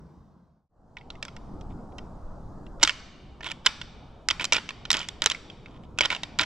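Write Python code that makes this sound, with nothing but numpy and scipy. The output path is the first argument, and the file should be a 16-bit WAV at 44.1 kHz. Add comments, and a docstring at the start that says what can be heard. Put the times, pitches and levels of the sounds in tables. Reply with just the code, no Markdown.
"""Antlers rattled in quiet woods

Two antlers are clashed and ground together by hand, close to a camera's stereo microphone.
Each clack rings the short modes of the bone; the trees send back a long soft tail.
A humming background fades out at the start, then woodland air fades in and wind presses softly
on the microphone. The camera's gain control ducks after the loud clashes."""
import sys
import numpy as np
from scipy import signal
from scipy.fft import rfft, irfft
from scipy.io import wavfile
from scipy.ndimage import uniform_filter1d, minimum_filter1d

SR = 44100
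rng = np.random.default_rng(int(sys.argv[2]) if len(sys.argv) > 2 else 0)


def materialize(psi):
    """Save the field psi as 16-bit PCM at rate SR to the path in sys.argv[1].

    A 1-D psi becomes a single channel; in a 2-D psi each row is a channel.
    """
    bounded = np.clip(np.atleast_2d(psi).T, -1, 1)
    quanta = np.round(bounded * 32767).astype(np.int16)
    wavfile.write(sys.argv[1], SR, quanta)


N = 284621

# Blows of antler on antler, energy counted over 1 ms: start_s, level_db, tine_hz, treble_db
CLACKS = [(0.9688, -34, 2204, -20), (0.984, -47, 3550, -14), (1.011, -47.5, 2200, -26),
           (1.103, -32, 3990, -10.5), (1.1538, -47.5, 2120, -15), (1.2268, -24.5, 2280, -4),
          (1.2512, -34.5, 1480, 1), (1.282, -36.5, 2100, -13), (1.365, -41, 2210, -5),
          (1.611, -47, 3830, -7), (1.9215, -60, 3300, -20), (1.9839, -35, 2750, -7.5),
          (2.665, -49, 2780, -10), (2.8294, -1, 5700, 2), (2.834, 1, 6450, 0.5), (2.849, -12.5, 3570, -6),
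          (2.8751, -8.5, 3120, -4), (2.8862, -19.5, 3540, -5), (2.894, -8.5, 2770, -12),
          (2.9058, -23, 2370, -9.5), (3.4076, -30, 1810, -26), (3.4533, -31.5, 3030, -12),
          (3.465, -23, 2630, -13), (3.5161, -21, 2390, -3), (3.6617, -8, 1628, 2), (3.6652, -1.5, 3160, -8),
          (3.6674, -16, 3500, -2), (3.69, -28.5, 1440, -13), (3.8148, -21.5, 3720, -8.5),
          (4.287, -7.5, 2510, 6), (4.3021, -12.5, 3200, -17), (4.3088, -8, 3710, -7),
          (4.397, -17.5, 2270, -13), (4.443, -13, 2900, 4), (4.4524, -14.5, 4200, 3),
          (4.5231, -4.5, 2600, -3), (4.5329, -8, 5170, 1), (4.546, -13.5, 2710, -5),
          (4.553, -17, 2620, -13), (4.5655, -11, 2370, -8), (4.582, -20.5, 906, -15),
          (4.6903, -19.5, 2630, -10), (4.7061, -27, 2410, -8), (4.853, -24, 3020, -14),
          (4.904, -6, 3690, -6.5), (4.915, -7, 5000, 12), (4.9296, -11.5, 3420, 4),
          (4.9419, -11.5, 3360, -4), (4.969, -17.5, 3280, 2), (4.992, -23, 5200, 3),
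          (5.005, -26.5, 3140, -11.5), (5.0145, -22.5, 3060, -11), (5.0871, -18, 3430, 2),
          (5.22, -12.5, 3620, 2), (5.241, -18.5, 1410, 7.5), (5.2606, -2, 3500, 5), (5.27, -16, 3400, -17),
          (5.3, -13.5, 3300, -1), (5.3119, -19, 2660, -6.5), (5.317, -13, 3200, -6),
          (5.348, -24.5, 2040, -10), (5.4998, -31, 3200, -15), (5.6596, -35, 2570, -22),
          (5.683, -50, 2860, -21.5), (5.9764, -40.5, 2850, -7), (5.987, -11, 2920, 0),
          (6.008, -6.5, 3640, -7.5), (6.0142, -18.5, 3200, 1.5), (6.023, -17.5, 3500, -31),
          (6.0335, -17.5, 2930, -35), (6.051, -14.5, 3440, -17), (6.057, -12.5, 3200, -5.5),
          (6.103, -14.5, 2270, -12.5), (6.126, -20.5, 1450, -10), (6.149, -20.5, 2750, -3),
          (6.164, -25.5, 2660, -12.5), (6.2334, -17, 3610, -7.5), (6.3885, -11, 3900, -2),
          (6.394, -7, 3580, -15), (6.412, -16, 2640, 2), (6.4335, -21, 2200, -8)]
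# Modes of the bone: pitch_hz, level_db
BONE_MODES = [(320, -20.5), (620, -14), (990, -4.5), (1400, -1.5), (1900, -1.5), (2260, 0), (2570, -2),
              (2950, -0.5), (3220, 0), (3500, -0.5), (3780, -1), (4400, -4.5), (5000, -3.5), (5500, -4),
              (5950, -9), (7050, -16)]
# Colour of the crack at contact: frequency_hz, level_db
CRACK_COLOUR = [(300, -22.5), (1500, -5), (4000, -1), (7600, 2.5), (10000, -4.5), (16000, -17.5)]
# Grinding strokes: start_s, length_s, from_db, to_db
STROKES = [(1.695, .03, -71, -68), (2.797, 0.033, -60, -27), (3.426, 0.065, -39, -32),
           (3.499, 0.024, -35, -38.5), (3.642, 0.018, -54.5, -30.5), (4.407, 0.026, -28.5, -33),
           (4.542, 0.056, -24, -44), (4.936, 0.12, -29, -42.5), (5.22, 0.088, -27.5, -68),
           (5.7, 0.076, -67, -59.5), (5.833, .022, -61, -63), (6.005, .06, -46, -23.5),
           (6.106, 0.063, -21.5, -48), (6.401, 0.039, -22.5, -32.5)]
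# Jolts of the hardest clashes: start_s, level_db, pitch_hz
THUMPS = [(2.833, -16, 310), (3.665, -28, 427), (4.523, -32, 494), (5.26, -22.5, 453)]
# Microphone colour on clacks and grinding: frequency_hz, gain_db
MIC_COLOUR = [(20, 19), (7600, 0.5), (8200, -7.5), (11000, -7.5), (14000, -14.5), (16500, -23)]
# Balance of the antlers at the microphone: frequency_hz, left_minus_right_db
PORT_BALANCE = [(200, 0), (1300, -4.5), (4400, -2.5), (7000, -5.5), (9000, 1)]
# Phase between the microphone's two ports: frequency_hz, left_lead_rad
PORT_PHASE = [(60, 0.25), (1800, -0.37), (4650, -1.3), (6700, -0.82), (12000, 1)]
# Decay of the echo from the far trees: frequency_hz, t60_s
TREE_DECAY = [(300, 0.17), (1300, 1.08), (3000, 1.58), (5000, 1.0), (7500, 0.79), (15000, 0.082)]
# Level of the low wind rumble: time_s, level_db
WIND_LEVEL = [(0.68, -90), (0.97, -53), (2.14, -42.5), (2.77, -44), (2.94, -49.5), (6.45, -52.5)]
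# Colour of that rumble: frequency_hz, level_db
WIND_COLOUR = [(20, -7), (50, -25.5), (20000, -150)]
# Colour of the woodland air: frequency_hz, level_db
WOODS_COLOUR = [(24, -26.5), (40, -0.5), (83, -5), (187, -5), (431, -15), (739, -15.5), (1300, -23),
                (2340, -53.5), (5000, -46.5), (7590, -51.5), (12500, -68)]
# Colour of the humming air at the start: frequency_hz, level_db
HUM_COLOUR = [(20, -30), (75, 3.5), (110, -22), (148, 2.5), (400, -17.5), (1100, -20.5), (2300, -48),
              (5200, -44.5), (11000, -64)]
# Likeness of left and right in air and wind: frequency_hz, correlation
AIR_LIKENESS = [(60, 1), (950, 0.82), (3770, 0.88)]

GRIPPED_S, LOOSE_RING = 2.75, 1.3  # held loosely until then, the bone rings longer and ticks crisper


def clacks(spread=0.15, reach_db=8, scatter_db=3, thin_db=6, grip=0.025,
           blur_s=0.0014, chatter_s=0.0041, crack_s=0.0017, top_hz=8500):
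    """Each blow is a chatter of contacts that rings the bone. Rows: to the microphone, to the trees."""
    out, crack, hz = np.zeros((2, N)), impulse(CRACK_COLOUR), np.transpose(BONE_MODES)[0]
    t = np.arange(400) / SR
    draws = rng.standard_normal((len(CLACKS), 2 * len(hz) + 2 * len(t)))
    for (start_s, level_db, tine_hz, treble_db), row in zip(CLACKS, draws):
        scatter, shift, contacts, grit = np.split(row, [len(hz), 2 * len(hz), -len(t)])
        apart = np.log(hz / tine_hz)
        nearest = abs(apart).argmin()
        stretch = np.exp(grip * shift)  # the grip shifts each mode a little
        stretch[nearest] = tine_hz / hz[nearest]
        loose = LOOSE_RING if start_s < GRIPPED_S else 1
        modes = bone_rings(stretch, loose)
        # Modes near the struck tine ring most, those far below it less; soft blows miss the high ones.
        mode_db = reach_db * np.exp(-(apart / spread) ** 2) + thin_db * np.minimum(apart, 0)
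        mode_db += scatter_db * scatter + .5 * (treble_db + 12) * np.clip(np.log2(hz / 3000), 0, 1)
        ring = (np.sign(shift) * gain_of(mode_db)) @ modes
        chatter = 0.27 * contacts * (abs(contacts) > 2) * np.exp(-t / chatter_s)
        chatter[0] = 1
        facing = signal.fftconvolve(chatter, ring)[:len(ring)]
        # The trees get a shorter ring with the modes more even.
        spreading = ((-1.) ** np.arange(len(hz)) * gain_of(.12 * mode_db)) @ modes
        spreading *= np.exp(-np.arange(len(ring)) / SR / blur_s)
        sounds = np.array([facing, spreading])
        sounds /= np.linalg.norm(sounds, axis=1, keepdims=True)
        # The crack is strongest near the tine's pitch, and duller on soft blows.
        snap = signal.fftconvolve(grit * np.exp(-t / crack_s), crack)
        snap += 0.97 * signal.lfilter(*signal.iirpeak(tine_hz, 1.6, SR), snap)
        cutoff_hz = min(loose ** 2 * top_hz * gain_of(.5 * treble_db), SR / 2.2)
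        snap = signal.lfilter(*signal.butter(1, cutoff_hz, fs=SR), snap)
        sounds[0, :len(snap)] += gain_of(treble_db) * snap / np.linalg.norm(snap)
        sounds[1, :len(crack)] += gain_of(.5 * treble_db - 7.5) * crack / np.linalg.norm(crack)
        gain = gain_of(level_db) * np.sqrt(SR / 1000) / np.hypot(1, gain_of(treble_db))
        for path, sound in zip(out, sounds):
            add(path, start_s, gain * sound)
    return out


def bone_rings(stretch, longer=1, ring_s=0.019):
    """Struck bone rings as damped sines, one row a mode; higher modes die sooner."""
    hz, db = np.transpose(BONE_MODES)[:, :, None]
    t = np.arange(1800) / SR
    t60 = longer * ring_s * np.sqrt(1000 / hz)
    attack = 1 - np.exp(-t / .00022)
    return attack * gain_of(db - 60 * t / t60) * np.sin(2 * np.pi * hz * stretch[:, None] * t)


def grinds(slips_per_s=1300, uneven_db=4.2, centre_hz=3200, reach_db=5, grit_db=-12):
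    """Rough bone drags over bone: uneven slips, each with its own mix of modes and a gritty crack."""
    out, hz = np.zeros(N), np.transpose(BONE_MODES)[0]
    middle_db = reach_db * np.exp(-(np.log(hz / centre_hz) / 0.23) ** 2)
    modes = bone_rings(np.ones(len(hz))) * gain_of(middle_db)[:, None]
    crack = impulse(CRACK_COLOUR)
    mode_size = np.linalg.norm(modes) / np.sqrt(len(hz))
    modes[:, :len(crack)] += gain_of(grit_db) * mode_size * crack / np.linalg.norm(crack)
    for start_s, length_s, from_db, to_db in STROKES:
        t = np.arange(0, length_s, 1 / SR)
        force, chance = rng.random((2, SR // 5))[:, :len(t)]
        slips = gain_of(uneven_db * np.minimum(-np.log(1 - force), 4)) * (chance < slips_per_s / SR)
        kicks = rng.standard_normal((len(hz), SR // 5))[:, :len(t)] * slips
        ramp = gain_of(from_db + (to_db - from_db) * t / length_s)
        sound = signal.fftconvolve(kicks * ramp, modes, axes=1).sum(0)
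        add(out, start_s, sound / np.sqrt(np.mean(kicks ** 2) * np.sum(modes ** 2) + 1e-20))
    return out


def thumps(t60_s=.05):
    """Hard clashes jolt the hands and the thick beam: short low rings with a soft start."""
    start_s, level_db, hz = np.transpose(THUMPS)[:, :, None]
    age = np.maximum(np.arange(N) / SR - start_s, 0)
    envelope = gain_of(level_db - 60 * age / t60_s) * (1 - np.exp(-age / .002))
    return (envelope * np.sin(2 * np.pi * hz * age)).sum(0)


def mic_ports(x):
    """The two microphone ports hear the close antlers, each with its own level and phase."""
    hz = np.fft.rfftfreq(N, 1 / SR)
    half = gain_of(curve_at(PORT_BALANCE, hz) / 2) * np.exp(.5j * curve_at(PORT_PHASE, hz))
    return irfft(rfft(x) * np.array([half, 1 / half]), N)


def tree_echoes(x, near_db=-24, near_s=0.036, far_db=-24, sheen_db_per_octave=4):
    """A quick cluster of echoes from the nearest trunks, then a bright tail that dies band by band."""
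    taps = np.zeros((2, SR))
    arrivals = np.arange(100, SR - 20, 20) + rng.integers(0, 20, (2, (SR - 101) // 20))
    np.put_along_axis(taps, arrivals, rng.choice([-1., 1.], arrivals.shape), 1)
    hz, t, spectra = signal.stft(taps, SR, nperseg=256)
    rise = 1 - np.exp(-(t / 0.0078) ** 2)  # the long tail swells in over a few milliseconds
    sheen_db = sheen_db_per_octave * np.log2(1 + hz[:, None] / 1000)
    decay_db = 60 * t / curve_at(TREE_DECAY, hz)[:, None]
    far = signal.istft(spectra * rise * gain_of(sheen_db - decay_db), SR, nperseg=256)[1][:, :SR]
    near = taps * np.exp(-np.arange(SR) / SR / near_s)
    tail = gain_of(far_db) * far / np.linalg.norm(far[0])
    tail += gain_of(near_db) * near / np.linalg.norm(near[0])
    tail = tail + .5 * tail[::-1]  # each side also hears the other's echoes
    return signal.fftconvolve(x[None], tail, axes=1)[:, :N]


def wind(t):
    """Low rumble of wind on the microphone; its level fades in, swells, drops at the first loud clash."""
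    return gain_of(np.interp(t, *np.transpose(WIND_LEVEL))) * air(WIND_COLOUR)


def air(colour, patchy_db=2.0):
    """Air all around the microphone: coloured stereo noise with drifting patches, rms 1."""
    frames, hz = N // 512 + 5, np.fft.rfftfreq(2048, 1 / SR)
    left_re, left_im, side_re, side_im, patches = rng.standard_normal((frames, 1025, 5)).T
    patches = unit_rms(uniform_filter1d(uniform_filter1d(patches, size=12, axis=0), size=10, axis=1))
    likeness = np.clip(curve_at(AIR_LIKENESS, hz), -1, 1)[:, None]
    left = left_re + 1j * left_im
    right = likeness * left + np.sqrt(1 - likeness ** 2) * (side_re + 1j * side_im)
    right *= np.exp(-.7j * curve_at(PORT_PHASE, hz))[:, None]
    spectra = np.array([left, right]) * gain_of(curve_at(colour, hz)[:, None] + patchy_db * patches)
    return unit_rms(signal.istft(spectra, nperseg=2048, noverlap=1536)[1][:, :N])


def gain_of(db):
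    """Decibels to amplitude."""
    return 10 ** (np.asarray(db) / 20)


def unit_rms(x):
    """Scales to rms 1."""
    return x / np.sqrt(np.mean(x ** 2) + 1e-20)


def curve_at(points, hz):
    """Reads a table on a log-frequency axis."""
    table_hz, value = np.transpose(points)
    return np.interp(np.log(hz + 1), np.log(table_hz + 1), value)


def impulse(colour):
    """Minimum-phase impulse with the given colour."""
    hz = abs(np.fft.fftfreq(4096, 1 / SR))
    log_gain = np.log(gain_of(curve_at(colour, hz)))
    return np.fft.ifft(np.exp(log_gain - 1j * signal.hilbert(log_gain).imag)).real[:256]


def add(mix, start_s, sound):
    """Mixes a sound in at start_s."""
    part = mix[round(start_s * SR):][:len(sound)]
    part += sound[:len(part)]


def scene(hum_db=-48, woods_db=-43, silent_s=0.69, fade_in_s=0.77):
    """Antlers up close, trees around, air behind; the fader touches zero at silent_s and opens again."""
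    t = np.arange(N) / SR
    facing, spreading = signal.oaconvolve(clacks() + grinds(), impulse(MIC_COLOUR)[None], axes=1)[:, :N]
    fade_out = np.clip(1 - t / silent_s, 0, 1) ** 1.04
    fade_in = np.clip((t - silent_s) / fade_in_s, 0, 1)
    rumble = wind(t) * (t > silent_s)
    hum = fade_out * gain_of(hum_db) * air(HUM_COLOUR)
    woods = fade_in * gain_of(woods_db) * air(WOODS_COLOUR)
    turn = 2 * np.pi * 1.9 * t  # the hands keep moving, so the echoes keep changing
    echoes = tree_echoes(np.cos(turn) * spreading) + tree_echoes(np.sin(turn) * spreading)
    return mic_ports(facing + thumps()) + echoes + hum + woods + rumble


def record(dry, knee_db=-32, duck_share=0.26, release_db_per_s=6, top_hz=16600):
    """The camera's gain control ducks on loud clashes and recovers slowly; then limiter and low-pass."""
    power = uniform_filter1d((dry ** 2).mean(0), size=880, origin=439)
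    power_db = 10 * np.log10(abs(power) + 1e-12)
    fall_db = np.arange(N) * release_db_per_s / SR
    held_db = np.maximum.accumulate(power_db + fall_db) - fall_db
    over_db = np.maximum(held_db - knee_db, 0)
    ducked = dry / gain_of(duck_share * uniform_filter1d(over_db, size=1760, origin=879))
    safe_gain = np.minimum(.99 / (abs(ducked).max(0) + 1e-9), 1)
    limited = ducked * uniform_filter1d(minimum_filter1d(safe_gain, size=61), size=31)
    low_pass = signal.firwin(511, top_hz, window=("kaiser", 9), fs=SR)
    return signal.oaconvolve(limited, low_pass[None], "same")


dry = scene()
out = record(dry)
materialize(out)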